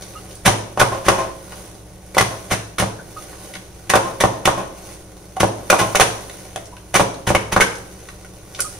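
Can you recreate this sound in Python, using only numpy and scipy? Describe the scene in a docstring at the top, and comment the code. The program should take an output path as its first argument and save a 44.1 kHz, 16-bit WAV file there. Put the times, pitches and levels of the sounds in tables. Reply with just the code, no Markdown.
"""In a small, hard-walled kitchen, two hands clap a stack of hot flatbreads on a plate on a stone counter.
The blows fall in five groups of three. Each impact is a moist smack, often followed by the hollow pop
of air squeezed out between palms and bread. The crust rustles, and the stack flops back and rocks the
plate. The room reverberates, a motor hums, water drips now and then; the close microphone overloads."""
import sys
import numpy as np
from scipy import signal
from scipy.fft import rfft, irfft, next_fast_len
from scipy.io import wavfile

SR = 44100
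rng = np.random.default_rng(int(sys.argv[2]) if len(sys.argv) > 2 else 0)


def wav_out(sig):
    """Save sig, one row per channel (or a flat mono array), as 16-bit PCM at SR to the path in sys.argv[1]."""
    wavfile.write(sys.argv[1], SR, np.round(np.clip(np.atleast_2d(sig).T, -1, 1) * 32767).astype(np.int16))


N = 387629
TIME = np.arange(N) / SR

# partials of the motor: (frequency [Hz], rms level [dB])
MOTOR_PARTIALS = [(59.2, -47.5), (107.7, -48.5), (183, -51), (306.8, -54)]
# spectra of room air, dry crust and moist bread: (frequency [Hz], relative spectral density [dB])
AIR_SPECTRUM = [(20, -1), (55, 2), (130, -1), (185, -2.5), (255, -25.5), (340, -3.5), (600, -10),
                (1000, -17.5), (2000, -30.5), (4000, -38), (16000, -43)]
RUSTLE_SPECTRUM = [(100, 1), (400, 8), (700, 6.5), (1200, -1), (2500, -4), (8000, -6), (16000, 0.5)]
SMACK_SPECTRUM = [(40, -8), (130, -0.5), (260, -13), (350, -1), (560, 1), (1100, -1.5), (1500, -1.5),
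                  (2300, -4), (3500, -7.5), (4600, -12), (8000, -12.5), (16000, -13.5)]
# reflections from counter and walls: (left delay [ms], right delay [ms], gain [dB])
EARLY_ECHOES = [(1.95, 1.7, -14), (3.55, 3.4, -9), (5.4, 5.45, -13), (8.25, 11, -15.5), (10.6, 12, -8),
                (15.1, 5.4, -9), (16.95, 16.85, -8)]
# diffuse field: (frequency [Hz], level [dB], T60 [s], left-right coherence [0..1])
REVERB_BANDS = [(100, -8.5, 0.94, 0.87), (258, 0, 0.86, 0.95), (570, 1, 0.5, 0.21), (1030, -3, 0.57, 0),
                (2060, -2, 0.44, 0), (5400, -0.5, 0.52, 0), (14000, -3.5, 0.34, 0)]
# modes of kitchen and counter: (frequency [Hz], gain [dB], T60 [s])
STANDING_WAVES = [(107.95, 15.5, 0.49), (124.4, 12.5, 0.35), (190.3, 17, 0.28), (336.2, 9.5, 0.28),
                  (394.5, 8, 0.25), (455.3, 5, 0.12), (539, 6.5, 0.91), (592, -11.5, 0.16),
                  (759, 7.5, 0.18), (1020, 0, 0.27), (1055, 1, 0.074), (1455, 4.5, 0.079),
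                  (1500, -36, 0.19), (1940, 1.5, 0.024), (2284, 7, 0.061), (2850, -31, 0.02)]
# water falling nearby: (time [s], bubble frequency [Hz], level [dB])
WATER_DROPS = [(.152, 1250, -27.5), (.162, 2800, -38), (2.986, 1520, -32), (3.163, 1230, -24.5),
               (6.724, 970, -30.5), (8.643, 1233, -26)]
# a hand slides over the bread: (time of firmest pressure [s], level [dB], swell time [s])
HAND_RUBS = [(0, -40, 0.31), (1.03, -43.5, 0.22), (1.56, -39.5, .13), (2.37, -40.5, 0.17),
             (3.27, -40, 0.18), (3.5, -40.5, 0.08), (4.1, -43.5, 0.27), (4.87, -38.5, 0.09),
             (5.92, -35, 0.23), (6.35, -40.5, .18), (7.9, -44.5, 0.3), (8.68, -41, 0.15)]
# fingertips tap and snap the crust: (time [s], level [dB], centre frequency [Hz], decay time [ms])
CRUST_SNAPS = [(0.022, -27.5, 3700, 3.3), (.31, -35, 3520, 8), (.353, -28, 9600, 4.3),
               (1.521, -29.5, 840, 8.3), (3.33, -31.5, 590, 7.5), (3.538, -27, 2420, 4),
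               (3.553, -24.5, 1570, 4.4), (6.297, -30, 2080, 2.7), (6.656, -33.5, 6040, 4),
               (6.767, -31.5, 1310, 3), (7.142, -31.5, 4000, 4), (7.753, -31.5, 5780, 6.4),
               (8.087, -28.5, 1350, 3), (8.247, -35.5, 1390, 3.4), (8.548, -25, 2750, 4.4),
               (8.604, -8, 9600, 4.8)]
# resonances of the plate: (frequency [Hz], level [dB], T60 [s])
PLATE_MODES = [(354, -10.5, 0.073), (532, -15, 0.19), (650, -4, 0.099), (792, -7, 0.043), (828, -6, 0.07),
               (1035, -2, 0.066), (1083, -8.5, 0.14)]
# the stack flops back on the plate: (time [s], level [dB])
STACK_FLOPS = [(.922, -17.5), (1.115, -15), (1.185, -16), (2.31, -26), (4.05, -19.5), (4.33, -30),
               (4.576, -17.5), (5.815, -15), (6.121, -30.5)]
# trapped air escapes and the hands close the gap: (time [s], level [dB], frequency [Hz], thud level [dB])
AIR_BURSTS = [(.479, 2, 774, -4.5), (.775, -5.5, 786, -19), (.815, 5, 900, -4.5), (1.084, 6, 920, -8.5),
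              (2.169, -2, 780, -15), (2.209, -5, 860, -7.5), (2.824, -4, 744, -4.5), (3.937, 5.5, 960, -12),
              (3.957, 2.5, 820, -11), (4.238, 4, 736, -2.5), (4.476, 4.5, 870, -6), (5.432, 2, 666, -3.5),
              (5.728, 5, 835, -15), (5.949, -3, 880, -20), (5.998, 2, 910, -27), (6.997, 1.5, 800, -17),
              (7.004, -1.5, 643, -3.5), (7.304, -1.5, 696, -2.5), (7.349, -1.5, 930, -4),
              (7.564, 5, 1130, -3.5), (7.601, -2.5, 920, -25)]
# a hand lands: (time of fullest contact [s], level [dB], contact decay time [ms],
# relative level of the palm's ring [dB], its frequency [Hz])
HAND_BLOWS = [(.465, -5, 12.7, -7, 1500), (.802, -7, 7.7, -2, 1486), (1.066, -23, 22, -11, 1510),
              (1.087, -5, 2.7, -12, 1040), (2.149, -19.5, 3.3, -12, 2000), (2.184, -4.5, 5.3, 0.5, 2010),
              (2.211, -8.5, 3.8, -14, 2000), (2.521, -12, 15.8, -6.5, 1870), (2.786, -13.5, 3.5, -2, 1540),
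              (2.801, -13, 9.6, -15.5, 1500), (3.901, -7, 5.4, 1.5, 1880), (3.957, -13, 5.5, 0, 1024),
              (4.21, -8.5, 7.2, 2.5, 1830), (4.457, -3.5, 3.6, -4, 1860), (5.368, -30.5, 5.7, 21, 750),
              (5.406, -9, 6.2, -18, 1900), (5.703, 0, 3.2, -2.5, 2440), (5.798, -13, 14, 6.5, 810),
              (5.957, -6, 4.6, -3, 2260), (6.0, -8, 2.2, -8, 2160), (6.011, -3, 7.2, -1, 1576),
              (6.561, -15.5, 1.56, 4.5, 660), (6.943, -10, 1.9, 6, 740), (6.958, -9, 15, 1.5, 2330),
              (7.275, -14, 7.2, -19, 1600), (7.293, -19, 10.4, -19, 1600), (7.352, -14, 4.4, 8, 2200),
              (7.528, -14.5, 10, -15.5, 1920), (7.608, -10.5, 3.8, 9.5, 2176),
              (7.617, -10.5, 10, 8.5, 1534), (8.594, -25, 8.2, 9, 1425)]


def from_db(db):
    """Amplitude grows tenfold for every 20 dB."""
    return 10 ** (np.asarray(db) / 20)


def butter(x, hz, kind, order=2):
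    """A causal low- or high-pass filter attenuates one side of its corner frequency."""
    return signal.sosfilt(signal.butter(order, min(hz, .45 * SR), kind, fs=SR, output="sos"), x + 1e-18)


def shelf(x, hz, treble_db):
    """A shelving filter scales the spectrum above its corner frequency."""
    dull = butter(x, hz, "low", order=1)
    return dull + from_db(treble_db) * (x - dull)


def resonate(x, hz, width_hz):
    """A driven, damped oscillator responds with unit gain at resonance."""
    radius = np.exp(-np.pi * width_hz / SR)
    feedback = [1, -2 * radius * np.cos(2 * np.pi * hz / SR), radius ** 2]
    return signal.lfilter(np.array([1, 0, -1]) * (1 - radius ** 2) / 2, feedback, x + 1e-18)


def noise(spectrum):
    """Spectral weighting turns white noise into coloured noise of unit rms."""
    hz, db = np.transpose(spectrum)
    size = next_fast_len(N)
    bins_hz = np.maximum(np.fft.rfftfreq(size, 1 / SR), 1)
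    gain = from_db(np.interp(np.log(bins_hz), np.log(hz), db))
    x = irfft(rfft(rng.standard_normal(size)) * gain)[:N]
    return x / x.std()


def wander(step):
    """Linear interpolation joins random values `step` samples apart."""
    count = N // step + 2
    return np.interp(np.arange(N) / step, np.arange(count), rng.standard_normal(count))


def grain(spread_db, step):
    """Rough surfaces touch patch by patch, giving an uneven gain of unit rms."""
    gain = from_db(spread_db * wander(step))
    return gain / np.sqrt(np.mean(gain ** 2))


def around(s):
    """A transient occupies a short span of samples; t is their time relative to the moment s."""
    span = slice(max(int((s - .06) * SR), 0), min(int((s + .25) * SR), N))
    return span, TIME[span] - s


def contact(t, closing_s, fading_s):
    """A soft contact builds to its fullest at t = 0, then relaxes exponentially."""
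    return np.exp(np.where(t < 0, -(t / closing_s) ** 2, -t / fading_s))


def push(t, decay_s=0.0013):
    """A dull shove radiates a compression, and its recoil a rarefaction."""
    age = np.maximum(t, 0) / decay_s
    return age * (2 - age) * np.exp(-age)


def background(air_db=-44, side_db=-9, hiss_db=-59, waver=0.1):
    """Slow amplitude and phase modulation makes a motor's hum waver amid air noise and hiss."""
    hum = 0
    for hz, db in MOTOR_PARTIALS:
        drift = wander(step=10000)
        hum += from_db(db) * np.sqrt(2) * (1 + waver * drift) * np.sin(2 * np.pi * hz * TIME + drift / 2)
    side = from_db(side_db) * butter(noise(AIR_SPECTRUM), 133, "high", order=1)
    air = noise(AIR_SPECTRUM) + side * [[1], [-1]]
    return hum + from_db(air_db) * air + from_db(hiss_db) * rng.standard_normal((2, N))


def room_response(scatter_db=-7, scatter_s=0.0064, build_s=0.0008):
    """Reflection gives early echoes, scatter from hands and utensils, and a decaying diffuse field."""
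    t = TIME[:int(.7 * SR)]
    response = np.zeros((2, len(t)))
    for *delays_ms, db in EARLY_ECHOES:
        for ear, ms in enumerate(delays_ms):
            response[ear] += from_db(db) * np.sinc((t - ms / 1000) * SR / 2) / 2
    scatter = butter(rng.standard_normal(response.shape), 1030, "high") * np.exp(-t / scatter_s)
    response += from_db(scatter_db) * np.sqrt(2 / (scatter_s * SR)) * scatter
    edges_hz = np.geomspace(60, 17000, 13)
    hz, *columns = np.transpose(REVERB_BANDS)
    white = rng.standard_normal((2, 2, len(t)))
    for k, band in enumerate(zip(edges_hz, edges_hz[1:])):
        db, t60, coherence = [np.interp(np.log(band).mean(), np.log(hz), column) for column in columns]
        mid, side = signal.sosfilt(signal.butter(2, band, "band", fs=SR, output="sos"), white[k % 2])
        tail = np.sqrt(1 + coherence) * mid + np.sqrt(1 - coherence) * side * [[1], [-1]]
        damping = np.log(1000) / t60
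        envelope = np.exp(-damping * t) * (1 - np.exp(-t / build_s))
        response += from_db(db) * np.sqrt(damping / SR) * tail * envelope
    return response


def kitchen(x, room_db=0, modes_db=-3, blur_samples=1.54):
    """Direct sound, reflections and standing waves add by superposition."""
    reflected = signal.fftconvolve(x[None], room_response(), axes=1)[:, :N]
    # paths past the moving hands keep changing, which blurs the treble of the reflections
    index = np.arange(N)
    blurred = np.array([np.interp(index + blur_samples * wander(step=110), index, ear)
                        for ear in reflected])
    standing = sum(from_db(db + modes_db) * resonate(x, hz, np.log(1000) / (np.pi * t60))
                   for hz, db, t60 in STANDING_WAVES)
    return x + from_db(room_db) * (blurred + standing)


def drips(swell_s=0.0097, rise_per_s=0.35, level_db=-6.5, flutter_cycles=0.15):
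    """Each drop traps a bubble, whose resonance gives an unsteady, slightly rising note."""
    out = np.zeros(N)
    jitter = 2 * np.pi * flutter_cycles * wander(step=160)
    for s, hz, db in WATER_DROPS:
        span, t = around(s)
        t = np.maximum(t, 0)
        note = np.sin(2 * np.pi * hz * t * (1 + rise_per_s * t) + jitter[span])
        out[span] += from_db(db + level_db) * t / swell_s * np.exp(1 - t / swell_s) * note
    return out


def crust(resting_db=-47.5, rustle_db=-1, crackles_per_s=65, crackle_db=5, snap_db=3):
    """Friction rustles and fracture crackles, both louder under firmer rubbing; a few flakes snap."""
    rub_power = sum((from_db(db) * np.exp(-((TIME - s) / swell_s) ** 2 / 2)) ** 2
                    for s, db, swell_s in HAND_RUBS)
    firmness = np.sqrt(from_db(resting_db) ** 2 + rub_power)
    fractures = (rng.random(N) < crackles_per_s / SR) * from_db(rng.normal(crackle_db, 4, N))
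    rustle = from_db(rustle_db) * noise(RUSTLE_SPECTRUM) * grain(spread_db=4, step=70)
    out = firmness * (rustle + butter(fractures, 4000, "high", order=1))
    white = rng.standard_normal(N)
    for s, db, hz, ms in CRUST_SNAPS:
        span, t = around(s)
        burst = (t >= 0) * np.exp(-np.abs(t) * 1000 / ms) * white[span]
        snap = resonate(burst, hz, width_hz=0.75 * hz)
        out[span] += from_db(db + snap_db) * snap / np.abs(snap).max()
    return out


def plate(rocks=3, gap_s=0.024, loss_db=5.5, spread_db=1.6):
    """Each flop rocks the plate; every weaker touch excites its damped modes in a new balance."""
    out = np.zeros(N)
    touches = [(s + gap_s * k * rng.uniform(.85, 1.15), db - loss_db * k)
               for s, db in STACK_FLOPS for k in range(rocks)]
    for s, db in touches:
        span, t = around(s)
        t = np.maximum(t, 0)
        for k, (hz, mode_db, t60) in enumerate(PLATE_MODES):
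            amplitude = (-1) ** k * from_db(db + mode_db + rng.normal(0, spread_db))
            out[span] += amplitude * np.exp(-np.log(1000) * t / t60) * np.sin(2 * np.pi * hz * t)
    return out


def cupped_palms(swell_s=0.00056, ring_s=0.003, contact_share=0.24, level_db=-3, flutter=0.11):
    """Cavity resonance: air in a cupped hand rings at two unsteady notes, longer after a slow landing."""
    out = np.zeros(N)
    for ratio, mode_db in ((1, 0), (1.42, -13)):
        jitter = np.pi * flutter * noise([(100, 6), (400, -8), (1200, -45)])
        for s, db, ms, cup_db, hz in HAND_BLOWS:
            span, t = around(s)
            t = np.maximum(t, 0)
            envelope = (1 - np.exp(-t / swell_s)) * np.exp(-t / (ring_s + contact_share * ms / 1000))
            note = np.sin(2 * np.pi * ratio * hz * t + jitter[span])
            out[span] += from_db(db + cup_db + mode_db + level_db) * envelope * note
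    return out


def pops(swell_cycles=0.45, level_db=1):
    """The air pocket between the palms oscillates for about one cycle: rarefaction, then compression."""
    out = np.zeros(N)
    for s, db, hz, _ in AIR_BURSTS:
        span, t = around(s)
        cycles = t * hz - .5
        envelope = np.exp(-(cycles / swell_cycles) ** 2)
        out[span] += from_db(db + level_db) * envelope * np.sin(2 * np.pi * cycles)
    return out


def smacks(squash_db=-25, cushioning=0.78, spray_db=-17.5, thud_delay_s=0.0041, flop_db=-6.5):
    """Soft impact: the moist layers hiss and thud as a hand lands, air bursts out or the stack flops."""
    wet = noise(SMACK_SPECTRUM) * grain(spread_db=3, step=24)
    smack = shelf(wet, 3000, treble_db=-1)
    spray = shelf(wet, 3000, treble_db=-5)
    flop = shelf(wet, 900, treble_db=-8)
    out = np.zeros(N)
    for s, db, ms, cup_db, _ in HAND_BLOWS:
        span, t = around(s)
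        fading_s = ms / 1000
        touch = contact(t, 0.72 * fading_s, fading_s) + from_db(squash_db) * contact(t, 0.0078, 0.03)
        # slow landings push more; the air in a cupped palm cushions the push
        push_db = -10.5 + 8.5 * np.log2(ms / 7) - cushioning * cup_db
        out[span] += from_db(db) * (touch * smack[span] + from_db(push_db) * push(t))
    for s, db, _, thud_db in AIR_BURSTS:
        span, t = around(s)
        out[span] += from_db(db + spray_db) * contact(t, 0.0018, 0.01) * spray[span]
        out[span] += from_db(thud_db) * push(t - thud_delay_s)
    for s, db in STACK_FLOPS:
        span, t = around(s)
        out[span] += from_db(db + flop_db) * contact(t, 0.0039, 0.057) * flop[span]
        out[span] += from_db(db - 1) * push(t)
    return out


def scene(hand_db=-6.5, hand_pan_db=2.0, drip_room_db=-7):
    """Level differences place a hand on each side, each with its own room path; the bread lies between."""
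    pan = from_db(hand_pan_db * np.array([[1], [-1]]))
    left_hand = kitchen(smacks()) * pan
    right_hand = kitchen(smacks()) / pan
    water = drips()
    middle = pops() + cupped_palms() + plate() + crust() + from_db(drip_room_db) * water
    return from_db(hand_db) * (left_hand + right_hand) + kitchen(middle, room_db=1) + water + background()


def record(dry, left_port_db=9, right_port_db=10, drive_db=-1, cutoff_hz=15600):
    """Each microphone port has its own treble resonance; overload clips the hardest blows."""
    left, right = dry
    left = butter(left + from_db(left_port_db) * resonate(left, 6116, 554), 7950, "low")
    right = butter(right + from_db(right_port_db) * resonate(right, 9570, 1140), 11600, "low", order=1)
    clipped = np.clip(from_db(drive_db) * np.array([left, right]), -1, 1)
    return signal.sosfilt(signal.ellip(10, .1, 70, cutoff_hz, fs=SR, output="sos"), clipped)


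dry = scene()
out = record(dry)
wav_out(out)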